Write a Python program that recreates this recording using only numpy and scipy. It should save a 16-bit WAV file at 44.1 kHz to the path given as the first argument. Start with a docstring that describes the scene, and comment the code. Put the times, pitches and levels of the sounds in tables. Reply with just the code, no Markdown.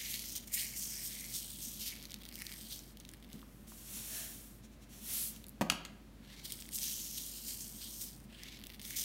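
"""Salt, sprinkled by fingers, fizzes and patters on paper in a metal baking tray, close by in a small room.
Each grain is a tiny impact; pressed against skin, the crystals rasp, crunch and snap. The hands brush off
the last grains, and more salt slides from a canister into the palm with a smooth hiss. The canister is set
down with a thud and a sharp clack, then pinches are scooped from the palm and sprinkled again.
Ventilation murmurs and a faint electric hum lies underneath."""
import sys
import numpy as np
from scipy import signal
from scipy.io import wavfile
from scipy.ndimage import uniform_filter1d, map_coordinates

SR = 44100
rng = np.random.default_rng(int(sys.argv[2]) if len(sys.argv) > 2 else 0)


def pcm_store(signal):
    """Save signal as 16-bit PCM."""
    levels = np.round(np.clip(np.atleast_2d(signal), -1, 1) * 32767)
    wavfile.write(sys.argv[1], SR, levels.astype(np.int16).T)


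N = 398663
TIME = np.arange(N) / SR

# the steady trickle, one list a pinch: t/s, fizz level/dB, patter level/dB, rustle level/dB
LONG_TRICKLES = [
    [(0.52, -51, -62, -55), (0.586, -43.5, -54, -69), (0.712, -51, -54, -57), (0.928, -47.5, -48, -52.5),
     (1.078, -48, -55.5, -52.5), (1.746, -50.5, -66, -56), (1.914, -53.5, -58.5, -54.5),
     (2.1, -68, -61, -67)],
    [(6.72, -49, -67, -55), (6.778, -61, -59, -53), (6.916, -47.5, -47, -61), (7.336, -48.5, -57.5, -54.5),
     (7.576, -53.5, -70, -57.5), (7.96, -49, -57, -60), (8.134, -58.5, -77, -63), (8.25, -68, -87, -85)],
]
SHORT_TRICKLES = [
    [(0.0, -49, -52, -49), (0.196, -45, -49.5, -47.5), (0.345, -52, -57, -56), (0.42, -62.5, -71, -61),
     (0.5, -57, -63, -69)],
    [(2.335, -58, -58.5, -75), (2.65, -53, -66, -53.5), (2.824, -61, -79, -64), (2.93, -66, -84, -69)],
    [(6.44, -63, -68, -67), (6.502, -50.5, -64, -49), (6.614, -54.5, -62.5, -66), (6.71, -61, -68, -65)],
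    [(8.82, -55, -60, -54), (8.865, -47, -56, -55), (8.957, -50.5, -61, -53), (8.965, -38.5, -41, -47),
     (9.04, -41, -47.5, -47)],
]
# the fingers part and let a spurt go: t/s, fade/s, fizz level/dB, patter level/dB, rustle level/dB
SALT_SPURTS = [(0.115, 0.069, -43, -60, -67), (0.27, 0.076, -47.5, -48, -75),
               (0.544, 0.016, -31, -57, -48.5), (0.601, 0.055, -39, -52, -44.5),
               (0.783, 0.042, -42, -48.5, -54.5), (0.838, 0.037, -43.5, -45, -55),
               (1.059, 0.045, -42, -54, -86), (1.361, 0.047, -40.5, -44, -50.5),
               (1.651, 0.049, -45.5, -48, -69), (1.825, 0.038, -43.5, -50, -48.5),
               (1.877, 0.032, -41.5, -47, -48), (2.731, 0.044, -47, -53.5, -50),
               (6.456, 0.02, -43.5, -64, -45), (6.732, 0.017, -44, -66, -53),
               (6.758, 0.031, -35.5, -64, -62), (6.842, 0.15, -40, -44, -47.5),
               (7.179, 0.044, -46, -52.5, -48), (7.491, 0.092, -42, -50.5, -51),
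               (7.62, 0.038, -47, -49, -71), (7.831, 0.052, -65, -58.5, -50),
               (8.029, 0.04, -42.5, -51, -54)]


def salt_flow(layer, trickle_db, rise_s=0.026):
    """How loud one layer of falling salt is: a trickle plus spurts that swell fast and trail off."""
    power = (amp(trickle_db) * level_curve(LONG_TRICKLES + SHORT_TRICKLES, layer + 1)) ** 2
    for s, fade, *levels in SALT_SPURTS:
        swell = bell(s, min(rise_s, fade / 2))
        stragglers = np.exp(-abs(TIME - s) / fade)
        power += (amp(levels[layer]) * np.where(TIME < s, swell, stragglers)) ** 2
    return np.sqrt(power)


# the tone of fine grains, of the paper, and of the rustle under cupped fingers: f/Hz, level/dB
FIZZ_TONE = [(2600, -42), (3300, -12), (4300, -30), (5000, -4), (7500, -3), (8700, 1.5), (9800, 1.5),
             (10400, -7), (11500, 0.5), (16000, -2)]
PATTER_TONE = [(1500, -20), (3500, -11), (4600, -8.5), (5300, 5.5), (6500, 4.5), (8000, -4.5),
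               (10000, -11.5), (16000, -26)]
CUPPED_TONE = [(600, -34), (1500, -20), (2650, -9), (3100, -1), (3600, -1), (4400, -0.5), (5500, -7.5),
               (12000, -50)]
# the patter rings higher or lower as the hand above the paper changes shape: t/s, f/Hz
PATTER_PITCH = [(0.11, 6490), (0.27, 5710), (0.82, 6625), (0.95, 5560), (1.4, 6210), (2.73, 5364),
                (6.83, 5710), (7.0, 6600), (7.18, 5750), (7.62, 7040), (7.85, 5630)]


def sprinkle(resting_hz=5917):
    """Grains fall on the paper; a heavier flow means more of them each second."""
    fizz_gain = salt_flow(0, trickle_db=0.24)
    patter_gain = salt_flow(1, trickle_db=-0.5)
    rustle_gain = salt_flow(2, trickle_db=-3)
    flow = (fizz_gain + patter_gain) / amp(-38.5)
    clumps = drift(170)  # the same clumps sound in the fizz and the rustle
    fizz = toned(grains(5000 * flow + 600, spread_db=2.8, clump_db=0.64, clumps=clumps), FIZZ_TONE)
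    patter = colour(grains(5000 * flow + 900, spread_db=7.1, clump_db=0.54), PATTER_TONE)
    patter = glide(patter, np.interp(TIME, *np.transpose(PATTER_PITCH)) / resting_hz)
    rustle = toned(grains(3000 * flow + 700, spread_db=4.1, clump_db=1.24, clumps=clumps), CUPPED_TONE)
    fizz += amp(-8.5) * coarse_grains()
    return fizz_gain * fizz + patter_gain * patter + rustle_gain * rustle


def coarse_grains(per_s=90, pitches=10):
    """A few large crystals land among the fine ones, each pinging at one of several pitches."""
    sizes = amp(2.2 * np.clip(rng.standard_normal(N), -2, 2))
    hits = sizes * (rng.random(N) < per_s / SR)
    kind = rng.integers(0, pitches, N)
    pitches_hz = np.geomspace(5000, 11000, pitches)
    pings = sum(resonate(hits * (kind == k), hz, hz / 2) for k, hz in enumerate(pitches_hz))
    return unit_rms(high_pass(pings, hz=4000))


# strokes of the fingertips: middle t/s, half length/s, level/dB
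RUB_STROKES = [(0.035, 0.13, -54), (0.6, 0.05, -47.5), (0.742, 0.023, -57.5), (0.988, 0.053, -60.5),
               (1.126, 0.032, -55.5), (1.236, 0.075, -57), (1.93, 0.048, -55.5), (2.432, 0.066, -57.5),
               (8.44, 0.024, -58.5), (8.944, 0.069, -55)]
# the tone of their rasp: f/Hz, level/dB
RUB_TONE = [(900, -55), (1550, -18.5), (1900, -5.5), (2200, -1), (2600, -8), (4000, -24)]


def rub():
    """Crystals rasp as they are ground between the fingertips."""
    rasp = toned(grains(2500, spread_db=5.0, clump_db=2.5), RUB_TONE)
    return rasp * np.sqrt(sum((amp(db) * bell(s, half)) ** 2 for s, half, db in RUB_STROKES))


# fingers dig into the salt in the palm: start t/s, end t/s, level/dB
PALM_SCOOPS = [(6.211, 6.444, -55), (8.284, 8.598, -54.5)]
# the tone of salt in the open palm: f/Hz, level/dB
PALM_TONE = [(700, -17.5), (1500, -14.5), (2000, -3.5), (2500, -8.5), (3400, -1), (4200, -4.5),
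             (5500, -7.5), (7300, -13.5), (16000, -18.5)]


def scoop(press_s=0.25, lift_s=0.051, closed_share=0.61, pitch_rise=0.42):
    """Salt rustles louder and higher as the fingers press and close, until the pinch is lifted."""
    open_hand = toned(grains(3000, spread_db=0.5, clump_db=2.0), PALM_TONE)
    closed_hand = toned(grains(2500, spread_db=3.5, clump_db=1.8), CUPPED_TONE)
    out = np.zeros(N)
    for start, end, db in PALM_SCOOPS:
        press = np.clip(np.minimum((TIME - start) / press_s, (end - TIME) / lift_s), 0, 1)
        progress = (TIME - start) / (end - start)
        closing = np.clip(closed_share * progress, 0, 1)
        rustle = np.sqrt(1 - closing) * open_hand + np.sqrt(closing) * closed_hand
        pitch_ratio = 1 + pitch_rise * (np.clip(progress, 0, 1) - .6)
        out += amp(db) * np.sqrt(press) * glide(rustle, pitch_ratio)
    return out


# skin presses on the salt: start t/s, end t/s, level/dB of the grains that snap off
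SKIN_PRESSES = [(0.146, 0.502, -60.5), (1.952, 2.327, -61), (2.335, 2.583, -54), (2.966, 3.42, -64.5),
                (6.457, 6.795, -60.5), (8.582, 8.895, -58)]


def loose_grains(crumble_s=0.0004):
    """Crystals snap off the skin and crumble in flurries of dry crackle, some dull and some bright."""
    gain = level_curve([[(start, db), (end, db)] for start, end, db in SKIN_PRESSES], 1)
    flurries = amp(5 * np.clip(drift(70), -2, 2))
    snaps = grains(190 * flurries, spread_db=4.0, clump_db=0) * np.sqrt(flurries)
    crumbs = np.sqrt(linger(snaps ** 2, crumble_s)) * rng.standard_normal(N)
    crackle = unit_rms(snaps) + .7 * unit_rms(crumbs)
    dull = rng.random(N) >= .5
    return gain * unit_rms(toned(crackle * dull, PALM_TONE) + 0.77 * toned(crackle, FIZZ_TONE))


def crunch():
    """Pressed salt holds, then gives way in brief slips: a jumpy gain, near 1 when nothing presses."""
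    pressed = sum(1. * (TIME > start) * (TIME < end) for start, end, _ in SKIN_PRESSES)
    pressure = uniform_filter1d(pressed, size=2000)
    slips = linger(grains(210, spread_db=1.0, clump_db=6.5) ** 2, fade_s=0.0027)
    share = np.clip(0.64 * pressure + 0.036, 0, 1)
    return np.sqrt(1 - share + share * slips / slips.mean())


# single coarse grains and fingernail ticks: t/s, relative level/dB, f/Hz
SHARP_TICKS = [(0.1403, -25.5, 4000), (0.193, -28, 6000), (0.352, -33, 6200), (0.473, -36, 5700),
               (0.9393, -35, 2140), (1.9622, -36, 2320), (2.0258, -35, 4900), (2.0533, -31.5, 4660),
               (2.106, -35, 5390), (2.1178, -32, 6330), (2.1414, -26, 4550), (2.234, -38, 3750),
               (2.252, -34, 5400), (2.288, -32, 4670), (2.3412, -36, 4900), (2.3545, -28, 5100),
               (2.389, -34, 10950), (2.4195, -26, 2047), (2.4662, -25.5, 4900), (2.523, -32.5, 5500),
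               (2.7907, -33, 5800), (2.971, -37.5, 3220), (2.9998, -36, 6840), (3.05, -36.5, 4050),
               (3.0897, -34, 3750), (3.114, -43, 11200), (3.136, -36, 2040), (3.3294, -35.5, 5830),
               (5.362, -38, 3100), (5.4408, -36, 3700), (5.466, -37.5, 11500), (5.4834, -37.5, 12000),
               (5.4924, -35, 14000), (6.5056, -32, 3960), (6.622, -32, 5200), (6.689, -33, 2100),
               (6.7193, -35, 8000), (6.735, -28.5, 9650), (6.7545, -31, 8930), (6.785, -23, 7200),
               (6.832, -23, 5910), (8.4336, -30.5, 4650), (8.638, -33, 3190), (8.668, -31.5, 3190),
               (8.815, -33.5, 4570), (8.851, -30, 3800), (8.9063, -26.5, 2048)]


def ticks():
    """Each tick is a dry snap amid a little scrape of grains, thinner the higher it rings."""
    out = np.zeros(N)
    for s, db, hz in SHARP_TICKS:
        contact = burst(t60=.0045, push=.6)[:2048]
        snap = colour(contact, [(1400, -15.0), (2200, -8.0), (7000, -6.0), (16000, -7.5)])
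        tick = high_pass(snap, hz / 2) + 2 * resonate(snap, hz, hz / 3)
        add(out, s + 0.001022, amp(db + 9.0) * unit_energy(tick))
        scrape = rng.standard_normal(700) ** 3 * np.hanning(700)  # cubing makes the noise spiky
        add(out, s - .006, amp(db - 2.0) * unit_energy(high_pass(scrape, hz / 2)))
    return out


def tray(salt, patterns=12, echo_gain=.22):
    """Tiny echoes off the tray and hands tint the grains; the tint shifts as the hands move."""
    t = np.arange(64) / SR
    hand_place = 7 * TIME + .4 * drift(3)
    out = salt.copy()
    for k in range(patterns):
        echoes = unit_energy(rng.standard_normal(len(t)) * (t > .0001) * amp(-60 * t / .003))
        nearness = np.clip(1 - abs((hand_place - k + 1) % patterns - 1), 0, 1)
        out += echo_gain * np.sqrt(nearness) * np.convolve(salt, echoes)[:N]
    return out


# salt slides as the canister tips forward, then back: t/s, hiss level/dB, relative body level/dB
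POUR_LEVELS = [
    [(3.68, -57.5, -65.5), (3.838, -55, -64.5), (3.96, -44, -53.5), (4.03, -48, -56.5), (4.18, -43, -50),
     (4.48, -58.5, -69), (4.6, -68, -93)],
    [(4.896, -68, -70), (4.934, -61, -62), (5.012, -56, -65), (5.062, -47, -56), (5.138, -37, -50),
     (5.234, -37, -57), (5.288, -41, -69), (5.35, -60, -61.5), (5.44, -67, -75)],
]
# the tone of each of the two slides, and of the canister's body: f/Hz, level/dB
SLIDE_TONES = [
    [(3000, -16), (7000, -1.5), (9400, 1.5), (10400, 0.5), (11500, 2.5), (13000, 1), (16000, -1.5)],
    [(3000, -12.5), (7000, -7.5), (9700, -2.5), (10300, -4), (11200, 1.3), (13000, -4), (16000, -5.5)],
]
BODY_TONE = [(300, -4.5), (650, -10.5), (1050, -9.5), (1700, -6.5), (3200, -0.5), (4500, -1), (4950, -7.5),
             (5500, 2), (7000, -0.5), (12000, -8.5)]
# small shakes between the slides: t/s, level/dB
CANISTER_SHAKES = [(4.648, -61.5), (4.735, -68), (4.832, -61.5)]
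# the notes of the air inside the canister: f/Hz, width/Hz, level/dB
AIR_NOTES = [(646, 110, 3), (1750, 350, 3), (3000, 600, -3)]


def pour(tipped_s=4.2, shake_half_s=0.013):
    """Countless sliding grains merge into a hiss; the canister rings hollow when tipped farthest."""
    stream = grains(36000, spread_db=3.0, clump_db=.5)
    wall_hits = grains(30000, spread_db=1.0, clump_db=1.3)
    hiss = sum(level_curve([rows], 1) * toned(stream, tone)
               for rows, tone in zip(POUR_LEVELS, SLIDE_TONES))
    shakes = sum(amp(db) * bell(s, shake_half_s) for s, db in CANISTER_SHAKES)
    body = (amp(3.5) * level_curve(POUR_LEVELS, 2) + shakes) * toned(wall_hits, BODY_TONE)
    air = rng.standard_normal(N)
    hollow = sum(amp(db) * resonate(resonate(air, hz, width), hz, width) for hz, width, db in AIR_NOTES)
    return hiss + body + amp(-58) * bell(tipped_s, half_s=0.074) * unit_rms(hollow)


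# the canister meets the table: t/s, relative thud level/dB, relative clack level/dB
CANISTER_HITS = [(5.6113, -2.5, -41), (5.617, -11, -16), (5.6997, -15, -1), (5.7208, -15.5, -16),
                 (5.851, -50, -20.5), (5.86, -41, -30)]
# the notes of the table with the tray, and of the canister: f/Hz, level/dB, time to fade by 60 dB/s
TABLE_NOTES = [(168, 9, 0.87), (199, 21, 0.15), (242, 6, 0.25), (331, 8, 0.16), (630, -1, 0.12),
               (790, -9, 0.1), (950, -2, 0.15)]
CANISTER_NOTES = [(1273, 6.5, 0.077), (1635, 12, 0.065), (2120, 7.5, 0.08), (2480, 10, 0.045),
                  (3060, 10, 0.035), (4200, 10, 0.05), (4720, 6, 0.099)]
# the tone of the base's dull thud and of the rim's hard clack: f/Hz, level/dB
THUD_TONE = [(45, -15), (90, 6.5), (200, 7), (350, -1.5), (450, -6), (650, -1), (1000, -2.5), (1400, -11.5),
             (3000, -22), (8000, -29)]
CLACK_TONE = [(200, -27), (900, -20), (1250, 6), (1700, -1), (2300, 2.5), (3000, 5), (3500, 2), (4600, -1),
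              (9000, -4.5), (16000, -17)]


def canister():
    """The base thumps the table, then the rim tips down, clacks and rattles."""
    out = np.zeros(N)
    table, shell = ring(TABLE_NOTES), ring(CANISTER_NOTES)
    push = signal.unit_impulse(len(table))
    for s, thud_db, clack_db in CANISTER_HITS:
        base = push + 1.8 * high_pass(burst(t60=.055), hz=330)
        rim = burst(t60=.017, push=.55)
        thud = amp(1.0) * unit_energy(colour(base, THUD_TONE)) + amp(-2.5) * table
        clack = amp(0.5) * unit_energy(colour(rim, CLACK_TONE)) + amp(-8.5) * shell
        add(out, s, amp(thud_db) * thud + amp(clack_db) * clack)
    return out


# soft knocks of handling: t/s, peak level/dB, f/Hz, time to fade by 60 dB/s
HANDLING_KNOCKS = [(3.333, -42, 200, 0.39), (3.428, -47.5, 1150, 0.019), (3.7194, -46, 960, 0.017)]


def knocks():
    """Handling makes dull knocks that ring a little around one pitch."""
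    out = np.zeros(N)
    for s, db, hz, t60 in HANDLING_KNOCKS:
        tone = [(hz * .6, -12), (hz * .85, -1), (hz * 1.15, -1), (hz * 1.6, -14), (hz * 4, -35)]
        knock = colour(burst(t60), tone)
        add(out, s, amp(db) * knock / abs(knock).max())
    return out


# the hands brush together: middle t/s, half length/s, level/dB
SKIN_BRUSHES = [(3.552, 0.14, -67), (8.733, 0.055, -65)]


def brush():
    """Dry skin gives a soft hiss as the hands move."""
    skin = toned(rng.standard_normal(N), FIZZ_TONE)
    return skin * sum(amp(db) * bell(s, half) for s, half, db in SKIN_BRUSHES)


# how long the room rings: f/Hz, time to fade by 60 dB/s
ROOM_FADES = [(100, 0.23), (400, 0.73), (1500, 0.63), (4000, 0.4), (8000, 0.26)]


def room(sound, onset_s=0.0026):
    """The room's echoes blur into a tail in which each pitch dies at its own speed."""
    hz, t, bands = signal.stft(rng.standard_normal(SR), SR, nperseg=256)
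    tail = signal.istft(bands * amp(-60 * t / value_at(ROOM_FADES, hz)[:, None]), SR)[1]
    tail *= np.clip(np.arange(len(tail)) / SR / onset_s, 0, 1)
    return signal.oaconvolve(sound, unit_energy(tail))[:N]


# the tone of the ventilation and of a faint hiss: f/Hz, level/dB
VENT_TONE = [(35, -25), (70, -2), (95, -6.5), (125, 1), (150, -4.5), (210, 0), (310, -6), (420, -14.5),
             (620, -16), (900, -24.5), (3000, -64)]
HISS_TONE = [(300, -12.5), (1000, 6.5), (2000, 5), (4000, 1), (8000, -4.5), (16000, -5.5)]


def background(hum_hz=51.2):
    """Low ventilation murmur with a soft drone, a wavering electric hum and faint hiss."""
    murmur = toned(rng.standard_normal(N), VENT_TONE)
    drone_tone = [(170, -38.0), (200, -9.0), (213, 1.0), (228, -9), (270, -33.5), (900, -77.5)]
    drone = toned(rng.standard_normal(N), drone_tone)
    hum_phase = 2 * np.pi * np.cumsum(hum_hz + 0.62 * drift(5.6)) / SR
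    hum = np.sqrt(2) * np.sin(hum_phase) * amp(0.13 * drift(5.1))
    hiss = toned(rng.standard_normal(N), HISS_TONE)
    drone *= amp(1.2 * drift(8.1))
    return amp(-58.5) * murmur + amp(-64) * drone + amp(-59) * hum + amp(-67.5) * hiss


def grains(per_s, spread_db, clump_db, clumps=None):
    """Random clicks of uneven size, louder in clumps; more a second sounds denser, not louder."""
    clumps = drift(130) if clumps is None else clumps
    chance = np.clip(per_s / SR, 1e-3, 1)
    size = amp(spread_db * np.clip(rng.standard_normal(N), -2, 2) + clump_db * clumps)
    return size * rng.choice([-1., 1.], N) * (rng.random(N) < chance) / np.sqrt(chance)


def burst(t60, push=0):
    """Two things touch: a first push, then a chatter that fades by 60 dB in t60 seconds."""
    t = np.arange(SR // 2) / SR
    chatter = unit_energy(rng.choice([-1., 1.], len(t)) * amp(-60 * t / t60))
    return unit_energy(chatter + push * (t == 0))


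def ring(notes):
    """The dying notes of a struck thing, every other one flipped in sign."""
    t = np.arange(SR // 2) / SR
    return unit_energy(sum((-1) ** k * amp(db - 60 * t / t60) * np.sin(2 * np.pi * hz * t)
                           for k, (hz, db, t60) in enumerate(notes)))


def drift(per_s):
    """A random wander that heads for a new value per_s times a second."""
    targets = rng.standard_normal(4096)
    return unit_rms(np.interp(TIME * per_s, np.arange(len(targets)), targets))


def bell(s, half_s):
    """A smooth swell and fall around time s."""
    return np.exp(-.5 * ((TIME - s) / half_s) ** 2)


def level_curve(stretches, column, edge_s=0.014):
    """Joins the levels of several stretches into one gain, silent in between."""
    gain = np.zeros(N)
    for rows in stretches:
        s, db = np.transpose(rows)[[0, column]]
        inside = np.clip(np.minimum(TIME - s[0], s[-1] - TIME) / edge_s + 1, 0, 1)
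        gain += inside * amp(np.interp(TIME, s, db))
    return gain


def colour(x, tone, size=4096):
    """Filters a sound to a tone (f/Hz, level/dB), falling away below the first row."""
    hz = abs(np.fft.fftfreq(size, 1 / SR))
    gain = amp(value_at(tone, hz)) * np.minimum((hz + 1) / tone[0][0], 1) ** 2
    log_gain = np.log(np.maximum(gain, 1e-5))
    taps = np.fft.ifft(np.exp(np.conj(signal.hilbert(log_gain)))).real  # rings only after a hit
    return signal.oaconvolve(x, taps[:size // 2])[:len(x)]


def toned(x, tone):
    """Gives a sound a tone and an average power of 1."""
    return unit_rms(colour(x, tone))


def glide(x, ratio):
    """Bends the pitch of a steady sound by playing it at a changing speed."""
    fine = signal.resample_poly(x, 2, 1)
    position = 2 * np.cumsum(ratio) % (len(fine) - 1)
    return unit_rms(map_coordinates(fine, [position], order=3))


def resonate(x, hz, width_hz):
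    """Lets through one band of pitches around hz."""
    return signal.lfilter(*signal.iirpeak(min(hz, SR / 3), hz / width_hz, fs=SR), x)


def high_pass(x, hz):
    """Takes out the bass."""
    return signal.sosfilt(signal.butter(2, hz, "high", fs=SR, output="sos"), x)


def linger(x, fade_s):
    """Gives each spike a fading tail."""
    return signal.lfilter([1], [1, -np.exp(-1 / (fade_s * SR))], x)


def value_at(table, hz):
    """Reads between a table's rows, with octaves evenly spaced."""
    f, value = np.transpose(table)
    return np.interp(np.log(hz + 1), np.log(f + 1), value)


def add(mix, s, sound):
    """Mixes a sound in at time s."""
    part = mix[max(round(s * SR), 0):][:len(sound)]
    part += sound[:len(part)]


def amp(db):
    """Turns decibels into a gain."""
    return 10 ** (np.asarray(db) / 20)


def unit_rms(x):
    """Scales to an average power of 1."""
    return x / np.sqrt(np.mean(x ** 2) + 1e-20)


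def unit_energy(x):
    """Scales to a total energy of 1."""
    return x / (np.linalg.norm(x) + 1e-12)


def scene():
    """Salt close by, the canister farther off with more echo; both channels alike."""
    handled_salt = crunch() * (sprinkle() + rub() + scoop() + brush()) + loose_grains()
    close = tray(handled_salt) + ticks() + knocks() + pour()
    landing = canister()
    echo = room(high_pass(amp(-12.5) * close + amp(-9) * landing, hz=200))
    mono = close + landing + echo + background()
    return np.array([mono, mono])


def record(dry, low_hz=42, high_hz=15850):
    """Takes out deep rumble and the very highest treble."""
    clean = signal.sosfilt(signal.butter(4, low_hz, "high", fs=SR, output="sos"), dry)
    treble_cut = signal.firwin(511, high_hz, window=("kaiser", 9), fs=SR)
    return signal.oaconvolve(clean, treble_cut[None], "same")


dry = scene()
out = record(dry)
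pcm_store(out)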